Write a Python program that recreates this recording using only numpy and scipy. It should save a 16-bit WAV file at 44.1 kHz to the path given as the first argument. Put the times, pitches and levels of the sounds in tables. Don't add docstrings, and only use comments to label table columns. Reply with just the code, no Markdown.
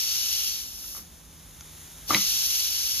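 import sys
import numpy as np
from scipy import signal
from scipy.fft import rfft, irfft
from scipy.io import wavfile
from scipy.ndimage import uniform_filter1d

SR = 44100
rng = np.random.default_rng(int(sys.argv[2]) if len(sys.argv) > 2 else 0)


def waveform_to_disk(signal):
    frames = np.transpose(np.atleast_2d(signal))
    scaled = np.clip(frames, -1, 1) * 32767
    samples = np.round(scaled).astype(np.int16)
    wavfile.write(sys.argv[1], SR, samples)


N = 132300
TIME = np.arange(N) / SR
HZ = np.maximum(np.arange(N // 2 + 1) * SR / N, 1)


def from_db(db):
    return 10 ** (np.asarray(db) / 20)


def rms_one(x):
    return x / np.sqrt(np.mean(x ** 2) + 1e-20)


def in_time(rows):
    s, *columns = np.transpose(rows)
    return [np.interp(TIME, s, column) for column in columns]


def in_pitch(hz, column):
    return np.interp(np.log(HZ), np.log(hz), column)


def low_pass(x, hz):
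    return signal.sosfilt(signal.butter(2, min(hz, SR * .45), fs=SR, output="sos"), x)


def drift(rate):
    noise = rfft(rng.standard_normal(N))
    return rms_one(irfft(noise / (1 + (HZ / rate) ** 2), N))


def pair(table):
    hz, _, pan_db, phase, _ = np.transpose(table)
    pan_db, phase = in_pitch(hz, pan_db), in_pitch(hz, phase)
    return np.array([from_db(pan_db / 2), from_db(-pan_db / 2) * np.exp(1j * phase)])


def turbulence(table):
    hz, db, _, _, alike = np.transpose(table)
    db, alike = in_pitch(hz, db), in_pitch(hz, np.clip(alike, 0, 1))
    white = rfft(rng.standard_normal((3, N)))
    shared = np.sqrt(alike) * white[0]
    separate = np.sqrt(1 - alike) * white[1:]
    return (shared + separate) * from_db(db) * pair(table)


ECHO_S, ECHO_DB = .02, -12.5


def near_echoes(count):
    delays = rng.uniform(ECHO_S / 10, ECHO_S, count)
    echoes = np.exp(-2j * np.pi * delays[:, None] * HZ).sum(axis=0)
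    return 1 + from_db(ECHO_DB) / np.sqrt(count) * echoes


def impulses(rows):
    s, db = np.transpose(rows)
    return np.bincount((s * SR).astype(int), from_db(db), N)[:N] + 1e-18


def struck(rows, modes, vary_db):
    out, rows = 0, np.array(rows)
    for k, (hz, db, t60) in enumerate(modes):
        r = from_db(-60 / (t60 * SR))
        w = 2 * np.pi * hz / SR
        blow_db = rows[:, 1] + db + vary_db * rng.standard_normal(len(rows))
        blows = impulses(np.column_stack([rows[:, 0], blow_db]))
        ringing = signal.lfilter([0, np.sin(w)], [1, -2 * r * np.cos(w), r * r], blows)
        out = out + (-1) ** k * ringing
    return out


def dying_noise(t60, channels):
    t = TIME[:SR // 2]
    return rng.standard_normal((channels, len(t))) * np.exp(-np.log(1000) * t / t60)


# time in seconds, level of the body of the hiss in dB,
# level of its treble in dB.
JET_LEVEL = [(0, -29, -30), (.44, -29, -29), (.58, -35.5, -35), (.71, -44.5, -40.5), (.98, -45.5, -37),
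             (1.1, -67, -67), (2.05, -70, -55), (2.095, -30.5, -29.5), (2.2, -27, -27.5), (2.6, -28, -26.5),
             (2.69, -29.5, -29), (3.0, -30, -29.5)]
# frequency in Hz, relative level per Hz in dB,
# left over right in dB, phase of the right in radians, likeness of the two from 0 to 1.
JET_COLOUR = [(600, -34.0, 1, -0.4, 0.54), (1450, -24.5, 0, 0.0, 0.96), (1900, -24.0, 1, -0.2, 0.76),
              (2850, -9.0, 0, -1.2, 0.76), (3500, -6.0, 1, -2.3, 0.79), (4000, -7.5, 3, -0.9, 0.65),
              (4500, -4.5, 3, -0.8, 0.77), (4850, -7.5, 3, -3.4, 0.3), (5250, 0.0, 4, -2.8, 0.84),
              (5800, -0.5, 5, -3.4, 0.88), (6350, -4.0, -5, -5.1, 0.78), (7000, -8.5, -4, -4.5, 0.69),
              (7500, -11.5, -3, -3.9, 0.66), (7850, -15.0, 0, -3.3, 0.84), (8600, -19.0, 0, -3.1, 0.97),
              (9100, -13.5, 0, -2.2, 0.66), (9900, -11.5, 0, -1.5, 0.72), (10550, -13.5, 0, -0.3, 0.75),
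              (11300, -7.5, 0, 0.0, 0.97), (11900, -8.0, 0, 0.1, 0.96), (12800, -10.0, 0, 1.1, 0.74),
              (13500, -9.0, 0, 1.9, 0.77), (14650, -11.5, 0, 3.0, 0.95), (15400, -11.0, 0, 3.1, 0.97)]
# frequency in Hz, width in Hz,
# lift in dB before the broad average is taken off.
PASSAGES = [(2960, 80, 3.5), (3265, 35, 4.5), (3440, 120, 2.5), (4070, 70, 4), (4486, 28, 10),
            (4548, 35, 4), (5200, 110, 2), (5325, 40, 5), (5800, 120, 1.5), (6260, 50, 3), (11485, 90, 3.5)]
TREBLE_FROM_HZ = 7140
JET_FLUTTER_DB, FLUTTER_HZ = 0.56, 37


def jet():
    lift_db = sum(db / (1 + (2 * (HZ - hz) / width) ** 2) for hz, width, db in PASSAGES)
    ripple_db = lift_db - uniform_filter1d(lift_db, size=1200)
    bass_cut = 1 / np.sqrt(1 + (300 / HZ) ** 4)
    air = turbulence(JET_COLOUR) * from_db(ripple_db) * near_echoes(count=16) * bass_cut
    body_share = 1 / (1 + (HZ / TREBLE_FROM_HZ) ** 6)
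    body = rms_one(irfft(air * body_share, N))
    treble = rms_one(irfft(air * (1 - body_share), N))
    body_db, treble_db = in_time(JET_LEVEL)
    hiss = from_db(body_db) * body + from_db(treble_db) * treble
    return hiss * from_db(JET_FLUTTER_DB * drift(FLUTTER_HZ))


# time in seconds, level in dB.
LEAK_LEVEL = [(0, -46.5), (1.3, -51), (1.8, -45.5), (2.1, -45.5), (2.3, -47)]
# frequency in Hz, relative level per Hz in dB,
# left over right in dB, phase of the right in radians, likeness of the two from 0 to 1.
LEAK_COLOUR = [(600, -10.0, 1, -0.3, 0.42), (1300, -7.0, 2, 0.5, 0.69), (2700, -8.5, 1, -0.1, 0.85),
               (3600, -3.0, 0, 0.0, 0.97), (4300, -8.5, 0, -0.0, 0.87), (5200, -7.0, -2, -0.0, 0.33),
               (5700, -4.5, -2, 1.2, 0.45), (6300, 0.0, 0, 0.5, 0.87), (7000, -2.0, 0, 0.5, 0.74),
               (7750, -7.0, 0, 3.1, 0.96), (8400, -2.5, 0, 3.3, 0.9), (9300, -5.0, 0, 4.3, 0.71),
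               (10900, -3.0, 0, 6.0, 0.85), (11900, -7.0, 0, 6.3, 0.97), (13400, -7.0, 0, 8.1, 0.64),
               (14650, -3.0, 0, 9.4, 0.97), (15400, -6.5, 0, 9.4, 0.97)]
LEAK_FLUTTER_DB = 0.6


def leak():
    db, = in_time(LEAK_LEVEL)
    hiss = rms_one(irfft(turbulence(LEAK_COLOUR) * near_echoes(count=16), N))
    return from_db(db + LEAK_FLUTTER_DB * drift(FLUTTER_HZ)) * hiss


# frequency in Hz, relative level per Hz in dB,
# left over right in dB, phase of the right in radians, likeness of the two from 0 to 1.
RUMBLE_COLOUR = [(20, -31, -2, 0, .95), (32, -15, -2, 0, 0.9), (48, 2.5, -2.5, 0, .96),
                 (81, -2.5, -2, 0, 1), (121, -10, -4, 0, 0.79), (250, -12.5, -1.5, 0, 0.83),
                 (426, -19, 0.5, 0, 0.72), (1010, -24, 3.5, 0, 0.44), (3180, -37, 0, 0, 0.6)]
RUMBLE_DB = -52.5


def rumble():
    return from_db(RUMBLE_DB) * rms_one(irfft(turbulence(RUMBLE_COLOUR), N))


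# time in seconds, pitch in Hz, level in dB.
HUM = [(.7, 200, -76), (.98, 192, -58), (1.14, 169, -63.5), (1.33, 157.4, -60), (1.7, 155, -60.5),
       (2.1, 155, -57), (2.45, 155, -63), (2.6, 155, -79)]


def hum():
    hz, db = in_time(HUM)
    wavering_hz = hz + 1.4 * drift(4.7)
    tone = np.sqrt(2) * np.sin(2 * np.pi * np.cumsum(wavering_hz) / SR)
    return from_db(db + 0.82 * drift(6)) * tone


# time in seconds, level in dB.
TICKS = [(.8405, -41), (.8435, -40), (1.6092, -35.5), (1.6135, -46)]
# frequency in Hz, relative level in dB, time to fall by 60 dB in seconds.
TICK_MODES = [(1370, -7.5, 0.016), (2300, -5, 0.0068), (3460, -2.5, 0.0054), (4770, -3, 0.0051),
              (6230, 3.5, .009), (10200, -10, .006)]


def ticks():
    return struck(TICKS, TICK_MODES, vary_db=0.3)


# middle in seconds,
# half length in seconds, level in dB.
STROKES = [(.972, 0.033, -55.5), (2.136, 0.04, -33.5)]
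SLIDE_LOW_HZ, SLIDE_TOP_HZ, SLIPS_PER_S = 91, 1560, 2500


def slide():
    slips = (rng.random(N) < SLIPS_PER_S / SR) * rng.standard_normal(N) + 1e-18
    scrape = rms_one(low_pass(slips, SLIDE_TOP_HZ) - low_pass(slips, SLIDE_LOW_HZ))
    stroke = sum(from_db(db) * np.exp(-((TIME - s) / half) ** 4) for s, half, db in STROKES)
    return stroke * scrape


# time in seconds, level in dB.
KNOCKS = [(.9497, -39), (.9655, -39), (.979, -49), (2.0995, -28), (2.1062, -11.5), (2.1203, -23),
          (2.1255, -28), (2.1665, -23)]
# frequency in Hz, relative level in dB, time to fall by 60 dB in seconds.
PISTON = [(716, -21, .018), (950, -21.5, 0.024), (1090, -13.5, 0.028), (1202, 0.5, .02),
          (1370, -6.5, 0.018), (1990, -12.5, 0.019), (2150, -18, 0.028), (3340, -18, .012)]


def knocks():
    return struck(KNOCKS, PISTON, vary_db=2.3)


# time in seconds, level in dB.
THUDS = [(.985, -49), (2.106, -31), (2.126, -40), (2.1475, -27), (2.178, -37)]
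# frequency in Hz, relative level in dB, time to fall by 60 dB in seconds.
BENCH = [(120, -9.5, .12), (195.2, -3, .19), (223, -5, 0.096), (309, -1.5, 0.16), (525, -9, 0.046),
         (790, -10, 0.037)]
BENCH_PAN_DB = -1.2


def bench_thuds():
    return struck(THUDS, BENCH, vary_db=1.5) * from_db([[BENCH_PAN_DB / 2], [-BENCH_PAN_DB / 2]])


# time in seconds, level in dB.
CLICKS = [(2.113, -25), (2.132, -23.5), (2.1413, -24), (2.1456, -7.5), (2.152, -18.5), (2.161, -24)]
# frequency in Hz, relative level in dB, time to fall by 60 dB in seconds.
HOUSING = [(1220, -14.5, 0.016), (2020, -4.5, 0.025), (2145, -9, .028), (2215, -9, 0.034),
           (2440, -7.5, .024), (2800, -10.5, 0.016), (3160, -11, .02), (3913, -4, 0.022),
           (4050, -9.5, 0.022), (4690, -14.5, 0.023), (5140, -16, .012), (6300, -11.5, 0.019)]
CRACK_DB, CRACK_T60_S, CRACK_HZ = -15, 0.012, 7000


def clicks():
    burst = low_pass(dying_noise(CRACK_T60_S, channels=2), CRACK_HZ)
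    crack = signal.fftconvolve(impulses(CLICKS)[None], burst)[:, :N]
    return struck(CLICKS, HOUSING, vary_db=0.2) + from_db(CRACK_DB) * crack


BLOW_PAN_DB = .5
ROOM_T60_S, ROOM_DB, ROOM_TOP_HZ = 0.28, -15, 5000


def actuator():
    metal = ticks() + slide() + knocks() + clicks()
    direct = irfft(rfft(metal) * pair(LEAK_COLOUR), N)
    direct = direct * from_db([[BLOW_PAN_DB / 2], [-BLOW_PAN_DB / 2]])
    tail = low_pass(dying_noise(ROOM_T60_S, channels=2), ROOM_TOP_HZ)
    tail = tail / np.sqrt(np.sum(tail ** 2) / 2)
    return direct + from_db(ROOM_DB) * signal.fftconvolve(direct, tail, axes=1)[:, :N]


def scene():
    return jet() + leak() + rumble() + hum() + actuator() + bench_thuds()


def record(dry):
    return signal.sosfilt(signal.ellip(12, .1, 80, 15445, fs=SR, output="sos"), dry)


dry = scene()
out = record(dry)
waveform_to_disk(out)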